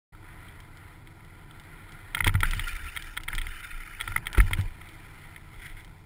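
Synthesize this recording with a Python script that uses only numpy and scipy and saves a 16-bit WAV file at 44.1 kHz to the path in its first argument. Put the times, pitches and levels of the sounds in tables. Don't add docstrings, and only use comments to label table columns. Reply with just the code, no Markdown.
import sys
import numpy as np
from scipy import signal
from scipy.fft import rfft, irfft
from scipy.io import wavfile
from scipy.ndimage import uniform_filter1d

SR = 44100
rng = np.random.default_rng(int(sys.argv[2]) if len(sys.argv) > 2 else 0)


def transcribe(u):
    v = np.clip(np.atleast_2d(u).T, -1, 1)
    q = np.round(v * 32767).astype(np.int16)
    wavfile.write(sys.argv[1], SR, q)


N = 266805
TIME = np.arange(N) / SR
START_S = .122
APPROACH_SPAN_S, RAIL_SPAN_S, RUNOUT_SPAN_S = (START_S, 2.14), (2.43, 4.62), (4.66, 5.9)
BUMPY_RAIL_SPAN_S = (2.43, 3.48)


def from_db(db):
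    return 10 ** (np.asarray(db) / 20)


def rms_one(x):
    return x / np.sqrt(np.mean(x ** 2) + 1e-20)


def peak_one(rings):
    power = uniform_filter1d(rings ** 2, size=60)
    return rings / np.sqrt(power.max(axis=-1, keepdims=True))


def add(out, s, sound):
    at = int(s * SR)
    out[at:at + len(sound)] += sound[:N - at]


def in_time(rows):
    return np.interp(TIME, *np.transpose(rows))


def swells(rows):
    return sum(from_db(db) * np.exp(-np.minimum(((TIME - s) / width) ** 2, 50)) for s, db, width in rows)


def drift(rate_hz):
    hz = np.arange(N // 2 + 1) * SR / N
    return rms_one(irfft(rfft(rng.standard_normal(N)) / (1 + (hz / rate_hz) ** 2), N))


def coloured(x, spectrum, band=None):
    hz = np.maximum(np.arange(N // 2 + 1) * SR / N, 1)
    points, db = np.transpose(spectrum)
    low, high = band or (points[0], points[-1])
    edges = 1 / np.sqrt((1 + (low / hz) ** 24) * (1 + (hz / high) ** 24))
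    shape = from_db(np.interp(np.log(hz), np.log(points), db))
    return rms_one(irfft(rfft(x) * edges * shape, N))


def rumble(spectrum, even_s):
    noise = coloured(rng.standard_normal(N), spectrum)
    return noise / np.sqrt(uniform_filter1d(noise ** 2, size=int(even_s * SR)))


def resonate(x, hz, width_hz):
    r = np.exp(-np.pi * width_hz / SR)
    feedback = [1, -2 * r * np.cos(2 * np.pi * hz / SR), r * r]
    return signal.lfilter(np.array([1, 0, -1]) * (1 - r * r) / 2, feedback, x + 1e-18)


def scattered(span, levels_db, spread_db, count):
    s = span[0] + (np.arange(count) + rng.random(count)) / count * (span[1] - span[0])
    return np.column_stack([s, levels_db + spread_db * rng.uniform(-1.4, 1, (count, len(levels_db)))])


def blows(count, rattle_db, rattle_t60, lead_s=0.0, lead_t60=.001):
    age = TIME[:SR // 16] - lead_s
    fade_db = -60 * np.where(age < 0, -age / lead_t60, age / rattle_t60)
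    force = rng.standard_normal((count, len(age))) * from_db(rattle_db + fade_db)
    force[:, int(lead_s * SR)] += 1
    return force


# (frequency [Hz], relative level [dB])
FLOOR_SPECTRUM = [(1500, -9), (3500, -5), (4500, -4.5), (5800, -8.5)]


def noise_floor(level_db=-72):
    return from_db(level_db) * coloured(rng.standard_normal(N), FLOOR_SPECTRUM)


# (time [s], relative level [dB])
WIND_LEVELS = [(0.14, -55), (0.32, -54), (1.13, -58), (2.08, -54), (2.4, -34.5), (2.76, -39.5),
               (2.94, -48.5), (3.2, -47), (3.41, -42), (3.83, -58), (4.14, -41.5), (4.25, -49.5),
               (4.57, -37), (4.71, -41.5), (4.81, -54), (5.44, -56), (5.72, -46.5), (6.05, -61.5)]
# (frequency [Hz], relative level [dB])
WIND_SPECTRUM = [(18, 5.5), (28, 3.5), (38, 3), (50, -16), (75, -2)]


def wind(gain_db=4.5):
    return from_db(in_time(WIND_LEVELS) + gain_db) * rumble(WIND_SPECTRUM, even_s=.153)


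# (frequency [Hz], relative level [dB])
SHUDDER_SPECTRUM = [(68, -14.5), (94, 3.5), (122, -8), (153, -4), (190, -16), (225, -20.5)]


def shudder(on_rail, snow_db=-51.5, rail_db=-57, kick_db=-19, t60_s=.39):
    power = from_db(snow_db + on_rail * (rail_db - snow_db)) ** 2
    decay = from_db(kick_db - 60 * TIME[:SR] / t60_s)
    for s, knock_db, *_ in CLACKS:
        add(power, s, (from_db(knock_db) * decay) ** 2)
    return np.sqrt(uniform_filter1d(power, size=400)) * rumble(SHUDDER_SPECTRUM, even_s=.14)


# (frequency [Hz], relative level [dB])
RUSH_SPECTRUM = [(130, -19), (220, -6.5), (284, -7.5), (319, 0), (334, -1.5), (357, -11), (401, -6),
                 (443, -12.5), (612, -16.5), (687, -10.5), (930, -9), (1000, -4.5), (1100, -18.5),
                 (1430, -45), (2420, -120)]


def sliding(gains, spectrum, slips_per_s, size_db, chatter_db, chatter_hz, catch_db, catch_hz):
    rush_gain, hiss_gain, grit_gain = gains
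    sizes = from_db(size_db * np.minimum(rng.exponential(1, N), 5)) * rng.choice([-1, 1], N)
    slipping = rng.random(N) < slips_per_s / SR
    slips = sizes * slipping * from_db(chatter_db * drift(chatter_hz))
    rings = np.zeros(N)
    for k, hz in enumerate(np.geomspace(1100, 5800, 14)):
        rings += (-1) ** k * resonate(slips, hz, hz / 10) * from_db(catch_db * drift(catch_hz))
    hiss = hiss_gain * coloured(rings, spectrum, band=(1050, 2550))
    grit = grit_gain * coloured(rings, spectrum, band=(2550, 5900))
    rush = rush_gain * coloured(rng.standard_normal(N), RUSH_SPECTRUM)
    return hiss + grit + rush


def glide_gains(levels, grit_db, rush_db=-56.5, reference_db=-53, rush_share=.34):
    hiss_db = in_time(levels)
    return from_db([rush_db + rush_share * (hiss_db - reference_db), hiss_db, hiss_db + grit_db])


# (time [s], level [dB])
APPROACH_LEVELS = [(.13, -61), (.3, -52.5), (.5, -52.5), (.7, -57.5), (.88, -53.5), (1.04, -59.5),
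                   (1.45, -56.5), (1.68, -53.5), (2.13, -52)]
# (frequency [Hz], relative level [dB])
APPROACH_SPECTRUM = [(1000, -26), (1150, -11.5), (1370, 1), (1600, -10), (2000, -2), (2350, -8),
                     (2650, -17), (3000, -8.5), (3400, -7), (3900, -11.5), (5000, -18.5), (5800, -23.5)]


def approach():
    return sliding(glide_gains(APPROACH_LEVELS, grit_db=-12.5), APPROACH_SPECTRUM, slips_per_s=12000,
                   size_db=3.5, chatter_db=.7, chatter_hz=35, catch_db=1.2, catch_hz=25.2)


# (time [s], level [dB])
RUNOUT_LEVELS = [(4.66, -54), (5.0, -53.5), (5.3, -54), (5.41, -58), (5.52, -57), (5.8, -59), (6.05, -64)]
# (frequency [Hz], relative level [dB])
RUNOUT_SPECTRUM = [(1000, -30), (1170, -6), (1350, 4.5), (1580, -5), (2000, 2), (2330, -2.5), (2600, -15.5),
                   (3000, -13), (3500, -12.5), (3900, -18.5), (5000, -22.5), (5800, -26)]


def runout():
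    return sliding(glide_gains(RUNOUT_LEVELS, grit_db=-7.5), RUNOUT_SPECTRUM, slips_per_s=4000,
                   size_db=2.5, chatter_db=.7, chatter_hz=50.7, catch_db=1.5, catch_hz=30.1)


# (centre time [s], level [dB], half-width [s])
SKIDS = [(5.66, -44.5, 0.066), (5.8, -46.5, .03)]
# (frequency [Hz], relative level [dB])
SKID_SPECTRUM = [(1400, 2), (1750, -5.5), (2050, 9), (2350, -2), (2650, -12), (3400, -5), (3900, -17),
                 (5800, -20.5)]


def skids(chatter_db=3.0, chatter_hz=60):
    scrape = rng.standard_normal(N) * from_db(chatter_db * drift(chatter_hz))
    return swells(SKIDS) * coloured(scrape, SKID_SPECTRUM)


# (centre time [s], level [dB], half-width [s])
CRUNCHES = [(2.273, -29, .012), (4.382, -31, .01), (4.513, -39, .006), (4.59, -41.5, 0.016)]
# (frequency [Hz], relative level [dB])
CRUNCH_SPECTRUM = [(180, 5.5), (420, -1), (650, -7), (1000, -4), (1600, 2.5), (2400, 0.5), (3400, -8),
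                   (5800, -18.5)]


def crunches(grain_db=-.5, grain_hz=300):
    grains = rng.standard_normal(N) * from_db(grain_db * drift(grain_hz))
    return swells(CRUNCHES) * coloured(grains, CRUNCH_SPECTRUM)


# (time [s], rush [dB], hiss [dB], grit [dB])
GRIPS = [(2.14, -51.5, -55, -56.5), (2.3, -51.5, -51.5, -61), (2.428, -53, -41.5, -45),
         (2.66, -55, -42, -47.5), (2.9, -57, -45.5, -49.5), (3.17, -55.5, -56, -65),
         (3.29, -52.5, -49, -51), (3.48, -58.5, -42.5, -50.5), (4.0, -54, -47, -52.5),
         (4.19, -52.5, -48, -61.5), (4.33, -49.5, -47, -51)]
# (frequency [Hz], relative level [dB])
RAIL_SPECTRUM = [(620, -54), (1050, -20.5), (1380, 11.5), (1500, 2), (1740, 6.5), (1880, 5.5), (2160, 3),
                 (2400, 0.5), (2710, -11), (2950, -2), (3350, -19.5), (3570, -6), (3890, -20.5),
                 (4810, -15.5), (5700, -19.5), (7410, -54), (12500, -120)]


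def rail_grind(gain_db=-1.5, sag_db_per_s=9.5, change_s=.016, waver_db=1.17, waver_hz=30):
    grips = np.array(GRIPS)
    current = np.maximum(np.searchsorted(grips[:, 0], TIME) - 1, 0)
    s, rush_db, hiss_db, grit_db = grips[current].T
    pressure_db = waver_db * drift(waver_hz) - sag_db_per_s * np.maximum(TIME - s, 0)
    levels_db = [rush_db, hiss_db + pressure_db, grit_db + pressure_db]
    gains = from_db(uniform_filter1d(levels_db, size=int(change_s * SR), axis=1) + gain_db)
    return sliding(gains, RAIL_SPECTRUM, slips_per_s=6000,
                   size_db=1.0, chatter_db=2.5, chatter_hz=59, catch_db=2.4, catch_hz=39.6)


# (centre time [s], frequency [Hz], level [dB], half-width [s])
SQUEAKS = [(2.446, 1520, -27.5, 0.014), (2.643, 2870, -36.5, 0.009), (2.698, 2390, -38, 0.018),
           (2.803, 1510, -39, .014), (2.889, 2680, -38, 0.0052), (3.304, 1630, -35.5, 0.006),
           (3.338, 1680, -32.5, 0.0036), (3.95, 2250, -39, 0.0026)]


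def squeaks(width_hz=220):
    out, age = np.zeros(N), TIME[:SR // 8]
    middle = age.mean()
    for s, hz, db, half_width in SQUEAKS:
        friction = rng.standard_normal(len(age))
        tone = resonate(resonate(friction, hz, width_hz), hz, width_hz)
        swell = np.exp(-((age - middle) / half_width) ** 2)
        add(out, s - middle, peak_one(tone * swell) * from_db(db))
    return out


# (time [s], level [dB])
TICKS = [(.6028, -54.5), (1.598, -56), (1.921, -56), (2.1906, -44), (2.2713, -32.5), (2.3414, -46),
         (2.4054, -39), (2.5103, -38.5), (2.683, -43), (3.0234, -45), (3.235, -47), (3.3512, -40),
         (4.1764, -48.5), (4.33, -41), (4.4125, -44), (4.6116, -47), (5.847, -56)]
# (frequency [Hz], bandwidth [Hz], relative level [dB])
TICK_MODES = [(2090, 200, 6), (3070, 450, 6.5), (3420, 560, 2.5), (4630, 360, -10), (5200, 310, -58)]


def ticks():
    on_bumps = scattered(BUMPY_RAIL_SPAN_S, levels_db=[-53], spread_db=8, count=4)
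    stray = scattered((START_S, RUNOUT_SPAN_S[1]), levels_db=[-64], spread_db=11, count=14)
    contacts = np.vstack([TICKS, on_bumps, stray])
    force = blows(len(contacts), rattle_db=-21.5, rattle_t60=.033)
    rings = sum(peak_one(resonate(force, hz, width)) * from_db(db) for hz, width, db in TICK_MODES)
    out = np.zeros(N)
    for (s, db), ring in zip(contacts, rings):
        add(out, s, ring * from_db(db))
    return out


def swing(db, hz, rise_s, t60_s):
    age = TIME[:SR]
    envelope = (1 - np.exp(-(age / rise_s) ** 2)) * from_db(-60 * age / t60_s)
    return -np.sin(2 * np.pi * hz * age) * envelope / envelope.max() * from_db(db)


# (frequency [Hz], relative level [dB], rise time [s], 60 dB decay time [s])
POLE_MODES = [(27.23, 1, .012, 0.49), (51, -6, 0.0012, 0.13), (94.6, 1.5, 0.0023, 0.18),
              (146.5, -7, 0.00043, 0.22), (224, -2.5, 0.00029, 0.046), (323, -3, 0.0012, 0.043),
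              (960, 1.5, 0.00011, 0.016)]
# (time [s], slow sway [dB], flex [dB], hollow knock [dB], hard rap [dB])
JOLTS = [(2.235, -23.5, -30.5, -49, -55), (2.267, -26.5, -18.5, -25, -17), (2.348, -48, -15, -39, -46),
         (2.428, -22.5, -39, -34, -43), (2.565, -42, -29, -61, -60), (3.343, -23.5, -38, -64, -62),
         (3.73, -30, -70, -75, -75), (4.082, -40, -34, -40, -46), (4.381, -29.5, -20, -18, -41),
         (4.435, -20.5, -24, -55, -60), (4.51, -46, -27, -44, -26), (4.587, -40, -17.5, -42, -55)]
JOLT_REGISTERS_HZ = [48, 94, 220, 900]


def thumps():
    out = np.zeros(N)
    for hz, db, rise_s, t60_s in POLE_MODES:
        ring = swing(db, hz, rise_s, t60_s)
        for s, *levels_db in JOLTS:
            add(out, s, ring * from_db(np.interp(hz, JOLT_REGISTERS_HZ, levels_db)))
    heave = swing(db=-8, hz=47, rise_s=.05, t60_s=.075)
    add(out, s=4.3765, sound=heave)
    return out


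def clack_contacts(delay_s=(.004, .017), loss_db=17.5, spread_db=3.5):
    main = np.array(CLACKS)
    rattle_s = main[:, 0] + rng.uniform(*delay_s, len(main))
    rattle_db = main[:, 1:] - loss_db + spread_db * rng.standard_normal((len(main), 3))
    return np.vstack([main, np.column_stack([rattle_s, rattle_db]),
                      scattered(RAIL_SPAN_S, levels_db=[-42, -40, -52], spread_db=-.5, count=16),
                      scattered(APPROACH_SPAN_S, levels_db=[-55, -53, -58], spread_db=-10, count=8),
                      scattered(RUNOUT_SPAN_S, levels_db=[-53, -49, -54], spread_db=5, count=8)])


# (frequency [Hz], bandwidth [Hz], relative level [dB])
HOUSING_MODES = [(435, 400, -24.5), (914, 150.5, -15.5), (1359, 219.4, -4), (1971, 443, -6),
                 (2027, 423.8, -5.5), (2740, 1140, -16), (3267, 444.4, -2.5), (3820, 263, -20),
                 (4730, 2650, -20.5)]
# (time [s], low knock [dB], middle clack [dB], high bite [dB])
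CLACKS = [(.604, -56, -49, -47.5), (2.1501, -26, -18.5, -21.5), (2.172, -24, -31, -42),
          (2.181, -37, -25, -44), (2.2081, -19, -14.5, -33), (2.2459, -29, -19, -20.5),
          (2.263, -34, -33, -45), (2.2791, -27, -13, -18.5), (2.296, -26.5, -26, -66),
          (2.3452, -30, -34, -46), (2.3554, -23.5, -23, -38), (2.407, -38, -25.5, -59),
          (2.4338, -15, -15, -24), (2.4564, -36, -26.5, -40), (2.536, -27.5, -23.5, -32),
          (2.597, -31.5, -21.5, -26), (2.9663, -34, -26, -31.5), (2.9743, -33, -23.5, -28),
          (3.1702, -36, -43, -31.5), (3.1763, -25.5, -22, -25.5), (3.282, -41, -29, -42),
          (3.2863, -29.5, -21.5, -26.5), (3.3325, -31.5, -25, -45), (3.3829, -35, -23.5, -28),
          (3.3879, -38, -26, -30.5), (3.417, -40, -29, -30.5), (3.47, -40, -26.5, -37),
          (3.998, -35, -43, -48), (4.0041, -40, -29, -31.5), (4.012, -29.5, -21.5, -25),
          (4.079, -25, -25, -33), (4.1228, -29.5, -34, -56), (4.1641, -19, -12.5, -34),
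          (4.259, -42, -39, -36), (4.2706, -31.5, -21, -25.5), (4.3512, -26.5, -29.5, -38),
          (4.376, -24.5, -36, -47), (4.3834, -31, -23, -39), (4.4042, -21.5, -13.5, -39),
          (4.5135, -32, -34.5, -49), (4.5347, -28.5, -18.5, -22), (4.817, -48, -39, -46),
          (5.3636, -50, -33.5, -44)]
CLACK_REGISTERS_HZ = [1350, 2000, 3300]


def clacks(lead_s=.008, early_s=.0005, widening=1.504, bounce_gain=.54, bounce_s=.002372):
    contacts = clack_contacts()
    count = len(contacts)
    force = blows(count, rattle_db=-27, rattle_t60=.024, lead_s=lead_s, lead_t60=.0052)
    rebound_s = lead_s + bounce_s * rng.uniform(.8, 1.2, count)
    force[np.arange(count), (rebound_s * SR).astype(int)] += bounce_gain
    out = np.zeros(N)
    for hz, width_hz, mode_db in HOUSING_MODES:
        rings, swell_s = force, 0
        for width in (width_hz, width_hz * widening, width_hz * widening):
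            rings = resonate(rings, hz, width)
            swell_s += 1 / (np.pi * width)
        for (s, *levels_db), ring in zip(contacts, peak_one(rings)):
            blow_db = np.interp(hz, CLACK_REGISTERS_HZ, levels_db)
            add(out, s - lead_s - swell_s - early_s, ring * from_db(blow_db + mode_db))
    return out


def scene():
    past_lip = np.clip((TIME - 2.13) / .02, 0, 1)
    past_landing = np.clip((TIME - 4.64) / .03, 0, 1)
    on_rail = past_lip - past_landing
    skis = approach() * np.sqrt(1 - past_lip)
    skis += rail_grind() * np.sqrt(on_rail)
    skis += runout() * np.sqrt(past_landing)
    skis += skids() + squeaks()
    impacts = clacks() + ticks() + thumps() + crunches()
    background = wind() + shudder(on_rail) + noise_floor()
    return (skis + impacts + background)[None]


def record(dry, clock_hz=12000, antialias_hz=5750, cutoff_hz=15600):
    live = dry * np.clip((TIME - START_S) / .005, 0, 1)
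    narrow = signal.sosfilt(signal.ellip(8, .2, 60, antialias_hz, fs=SR, output="sos"), live)
    slow = signal.resample_poly(narrow, 4 * clock_hz, SR, axis=1)[:, ::4]
    staircase = np.repeat(slow, 4, axis=1)
    held = signal.resample_poly(staircase, SR, 4 * clock_hz, axis=1)[:, :N]
    return signal.sosfilt(signal.ellip(8, .2, 80, cutoff_hz, fs=SR, output="sos"), held)


dry = scene()
out = record(dry)
transcribe(out)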